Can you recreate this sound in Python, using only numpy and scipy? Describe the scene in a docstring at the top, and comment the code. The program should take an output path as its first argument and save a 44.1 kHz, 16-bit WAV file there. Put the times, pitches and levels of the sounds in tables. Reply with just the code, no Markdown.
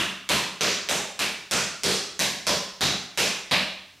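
"""Two wooden sticks whack a stack of tires about three times a second in a bare, hard-walled room.
The first blow is already ringing out at the start. Each begins as a short slap of wood on rubber,
coloured by where and how flat the stick lands. Floor and walls return it as separate echoes, then
as a dense wash with a few booming low modes. The wash builds, stays level for a moment as if held
by a limiter, then dies away with the room toward a faint rumble and hiss."""
import sys
import numpy as np
from scipy import signal
from scipy.fft import rfft, irfft
from scipy.io import wavfile
from scipy.ndimage import uniform_filter1d

SR = 44100
rng = np.random.default_rng(int(sys.argv[2]) if len(sys.argv) > 2 else 0)


def digitize_waveform(pressure):
    """Quantize a signal to 16-bit integers and store it at the path in sys.argv[1].

    Rows of a 2-D input are taken as channels; values are limited to [-1, 1].
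    """
    field = np.atleast_2d(pressure).T
    bounded = np.clip(field, -1, 1)
    quanta = np.round(bounded * 32767).astype(np.int16)
    wavfile.write(sys.argv[1], SR, quanta)


N = 176400

# The blows. Each row: start in seconds, level in dB, thump in dB, then a frequency in Hz and a gain
# in dB for each of knock, clack, crack, stick ring and treble shelf, then snap gain in dB, rattle
# decay time in seconds, and a factor on the time the wash stays level.
BLOWS = [ (-.055, 2.5, 0.5, 477, -10, 810, -9, 2900, 2, 2770, 3, 4000, -9.5, 0, .001, 0.84),
         (0.2907, 2.24, 1.5, 447, -2, 995, 6, 2680, 2.5, 4280, 3.5, 4470, -5, 3.5, 0.0048, 1.18),
         (0.6092, 1.5, -3, 420, 2.5, 850, -6.5, 2540, 2, 4680, 1, 7550, -9.5, 5.5, 0.0013, 1.52),
         (0.8886, -0.8, -0.5, 660, 3.5, 850, 3.5, 4650, -4, 3700, 2, 8830, -5, 5, 0.00061, 1.02),
         (1.1921, -2, -2, 486, -4.5, 1680, 1.5, 2540, 5.5, 2760, 0, 5300, -4.5, 4, 0.0021, 0.57),
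         (1.5115, .8, 2, 336, -3, 1400, 4.5, 3850, -2, 2500, 3.5, 9300, -8, 4.5, 0.0015, 1.38),
         (1.8347, -.5, 4, 406, 8, 1090, -1, 4460, 4, 3320, 3.5, 10400, -5, 2.5, 0.0018, 1.66),
         (2.193, -0.1, -1, 405, -4.5, 1320, -11, 2310, 1.5, 3880, 4, 6770, -3, 2, 0.00071, 0.73),
         (2.4682, -1.2, 4.5, 590, 7, 1000, 8, 5000, 4.5, 3400, 4.5, 7240, -4.5, 5, 0.002, 0.87),
         (2.8088, 0.33, 7, 485, -4.5, 760, 4.5, 3940, 3.5, 3840, 3.5, 7450, -7.5, 3, .0012, 0.93),
         (3.175, 1, -1.5, 460, 1.5, 1210, -3.5, 2600, 4.5, 5320, 1.5, 7400, -4, 1, 0.0019, 1.24),
         (3.5119, 4, -1.5, 397, -11.5, 1390, -7, 2420, 3, 3880, 2.5, 5230, -13, 2.5, 0.0045, 0.44)]
def whacks():
    """Superposition: each blow is the sum of its snap, wash and boom, filtered by its own colour."""
    t = np.arange(40000) / SR
    hz = np.maximum(np.fft.rfftfreq(len(t), 1 / SR), 1)
    out = np.zeros((2, N + 2 * SR))   # a second of margin at each end
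    for start_s, level_db, *colour, snap_db, rattle_s, hold_factor in BLOWS:
        snap = from_db(snap_db) * brightness(hz) * rfft(early_echoes(contact(t, rattle_s)))
        spectrum = slap(hz) * (snap + wash(t, hz, hold_factor)) + rfft(boom(t))
        spectrum *= balance(hz) * minimum_phase(level_db + colour_db(hz, *colour))
        blow = irfft(spectrum)[:, :-SR // 20]   # drop the end, where the filters wrap round
        start = SR + int(start_s * SR)
        out[:, start:start + blow.shape[1]] += blow
    return out[:, SR:SR + N]


def contact(t, rattle_s, click_db=-21.5, rattle_db=-20):
    """Impact excitation: the stick clicks, then rattles down on the tread as decaying noise."""
    rattle = rng.standard_normal(len(t)) * np.exp(-np.minimum(t / rattle_s, 20))
    touch = from_db(rattle_db) * rattle / np.linalg.norm(rattle)
    touch[0] += from_db(click_db)
    return touch


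# The spectrum of wood on rubber. Each row: frequency in Hz, gain in dB.
SLAP_SPECTRUM = [(30, -11), (55, 1.5), (74, 9.5), (102, 4.5), (135, 17.5), (200, 20.5), (260, 17.5),
                 (450, 20), (620, 19), (850, 16.5), (1300, 18), (2000, 18), (2700, 18), (4000, 18.5),
                 (6000, 17.5), (9000, 12.5), (12500, 6), (14500, 0.5), (16000, -25)]
def slap(hz):
    """Source and filter: one broad frequency response shapes every slap."""
    return minimum_phase(at_hz(SLAP_SPECTRUM, hz))


# The sticks' bending modes, heard in every blow. Each row: frequency in Hz, boost in dB.
BENDING_MODES = [(1750, 0.5), (2400, 0.6), (2700, 1.4), (3300, 1), (3880, 0.94)]
def colour_db(hz, thump_db, knock_hz, knock_db, clack_hz, clack_db, crack_hz, crack_db,
              ring_hz, ring_db, shelf_hz, shelf_db):
    """Resonance: peaks of tire and stick stand between the rubber's low thump and a treble shelf."""
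    thump_hz, shelf_steepness, ring_octaves = 254, 12.3, .05
    db = thump_db / (1 + (hz / thump_hz) ** 4)
    db += shelf_db / (1 + (shelf_hz / hz) ** shelf_steepness)
    tire = [(knock_hz, knock_db, .23), (clack_hz, clack_db, .098)]
    stick = [(crack_hz, crack_db, .2), (ring_hz, ring_db, ring_octaves)]
    stick += [(mode_hz, mode_db, ring_octaves) for mode_hz, mode_db in BENDING_MODES]
    for centre_hz, gain_db, width_octaves in tire + stick:
        db += gain_db * np.exp(-.5 * (np.log2(hz / centre_hz) / width_octaves) ** 2)
    return db


# The tilt of the snap. Each row: frequency in Hz, gain in dB.
SNAP_BRIGHTNESS = [(200, -1), (1500, -1), (4000, 0), (8000, 4.5), (14000, 5.5)]
def brightness(hz):
    """Spectral tilt: the direct sound and its first echoes are brighter than the wash."""
    return minimum_phase(at_hz(SNAP_BRIGHTNESS, hz))


# The first echoes off floor and walls. 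Each row: mean delay in seconds, gain in dB.
REFLECTIONS = [(.0054, -4.5), (.0112, -9), (.0165, -17), (.026, -2)]
def early_echoes(touch, spread=.08):
    """Specular reflection: delayed copies join the contact, their delays varying from blow to blow."""
    return touch + sum(from_db(db) * np.roll(touch, int(delay_s * (1 + spread * rng.uniform(-1, 1)) * SR))
                       for delay_s, db in REFLECTIONS)


# The wash builds, stays level for a moment as if held by a limiter, then dies away with the room.
# Each row: band frequency in Hz, then in seconds the build-up, the hold before each blow's factor,
# and the time to fall 60 dB.
WASH_BANDS = [(60, .03, 0.053, 0.39), (170, 0.033, 0.039, 0.54), (450, 0.0077, 0.058, 0.55),
              (1100, 0.003, 0.058, 0.67), (2980, 0.0075, 0.059, 0.67), (6130, 0.0021, 0.081, 0.6),
              (12000, 0.0017, 0.047, 0.46)]
def wash(t, hz, hold_factor, grain_db=.5, grain_fade_s=.062):
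    """Diffuse reflection: the spectrum of countless wall echoes, grainy at first, then smooth."""
    spread = np.log(from_db(grain_db)) * np.exp(-t / grain_fade_s)
    grain = np.exp(spread * np.clip(rng.standard_normal(len(t)), -2, 2) - spread ** 2)
    reflections = rfft(irfft(stereo_noise(hz)) * grain)
    log_centres = np.log(np.array(WASH_BANDS)[:, 0])
    tail = np.zeros((2, len(t)))
    for (_, build_s, hold_s, t60), own_band in zip(WASH_BANDS, np.eye(len(WASH_BANDS))):
        band = irfft(reflections * np.interp(np.log(hz), log_centres, own_band))
        tail += band * wash_envelope(t, build_s, hold_s * hold_factor, t60)
    spectrum = rfft(tail)
    power = uniform_filter1d(np.mean(abs(spectrum) ** 2, axis=0), size=80)
    return spectrum * minimum_phase(-10 * np.log10(power))   # flattened: no broad colour of its own


def wash_envelope(t, build_s, hold_s, t60, delay_s=.003, knee_s=.015):
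    """Exponential decay: a band builds, stays level as if held by a limiter, then dies with the room."""
    rise = np.sqrt(1 - np.exp(-np.maximum(t - delay_s, 0) / build_s))
    decaying_s = knee_s * np.logaddexp(0, (t - hold_s) / knee_s)
    envelope = rise * np.exp(-np.log(1000) * decaying_s / t60)
    return envelope / np.linalg.norm(envelope)


# The low modes of stack and room. Each row: frequency in Hz, relative level in dB, swell time in
# seconds, time to fall 60 dB in seconds.
LOW_MODES = [(80.8, -41, 0.034, 0.48), (151.2, -38.5, .03, 0.38), (190, -33, 0.041, 0.61),
             (407.3, -39.5, 0.024, 0.83), (486, -38.5, 0.0097, 0.55), (591, -36, 0.012, .6)]
def boom(t):
    """Normal modes: damped sinusoids swell after the blow and ring on."""
    out = np.zeros(len(t))
    for hz, db, swell_s, t60 in LOW_MODES:
        envelope = (1 - np.exp(-t / swell_s)) * np.exp(-np.log(1000) * t / t60)
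        out += from_db(db) * envelope * np.sin(2 * np.pi * (hz * t + rng.random()))
    return out


# The stereo balance of the blows. Each row: frequency in Hz, left minus right in dB.
LEVEL_DIFFERENCE = [(60, 8), (92, 3), (140, 5), (210, 2.5), (330, -3), (500, -3.5), (770, -3), (1170, -0.5),
                    (1790, -0.5), (2740, -1), (4190, -0.5), (6410, -1.5), (9810, -1.0), (15000, 0.5)]
def balance(hz):
    """Level difference between channels: the bass leans left, the low middle right."""
    return from_db(at_hz(LEVEL_DIFFERENCE, hz) * [[.5], [-.5]])


# The likeness of left and right. Each row: frequency in Hz, correlation from 0 to 1.
COHERENCE = [(60, 1), (300, 0.98), (740, 0.99), (2000, 1), (3500, 0.99), (5500, .93), (8500, 0.71),
             (10500, 0.78), (12000, 1)]
def stereo_noise(hz):
    """Partial coherence: left and right spectra of white noise, alike except in the treble."""
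    mid, side = rfft(rng.standard_normal((2, 2 * (len(hz) - 1))))
    alike = np.clip(at_hz(COHERENCE, hz), 0, 1)
    return np.sqrt((1 + alike) / 2) * mid + np.sqrt((1 - alike) / 2) * side * [[1], [-1]]


# The still air of the room. Each row: frequency in Hz, gain on white noise in dB.
AIR_SPECTRUM = [(25, -55), (80, -41), (200, -49), (1000, -59), (5000, -53), (15000, -67)]
def air():
    """Stationary noise: the faint steady rumble and hiss of the room."""
    hz = np.fft.rfftfreq(N, 1 / SR)
    return irfft(stereo_noise(hz) * from_db(at_hz(AIR_SPECTRUM, hz)))


def minimum_phase(db):
    """Causality: folding the cepstrum gives a response with these gains that sounds nothing early."""
    cepstrum = irfft(np.log(from_db(db)))
    half = len(cepstrum) // 2
    cepstrum[1:half] *= 2
    cepstrum[half + 1:] = 0
    return np.exp(rfft(cepstrum))


def at_hz(points, hz):
    """Interpolation of a table on a logarithmic frequency axis."""
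    table_hz, values = np.array(points).T
    return np.interp(np.log(hz + 1e-9), np.log(table_hz), values)


def from_db(db):
    """The decibel scale: 20 dB is a factor of ten in amplitude."""
    return 10 ** (np.asarray(db) / 20)


def scene():
    """Superposition: the blows add to the room's steady air."""
    return whacks() + air()


def record(dry, ceiling=.5, cutoff_hz=15800):
    """Saturation rounds the highest peaks, then a low-pass filter cuts the top."""
    rounded = ceiling * np.tanh(dry / ceiling)
    return signal.sosfilt(signal.ellip(10, .1, 70, cutoff_hz, fs=SR, output="sos"), rounded)


dry = scene()
out = record(dry)
digitize_waveform(out)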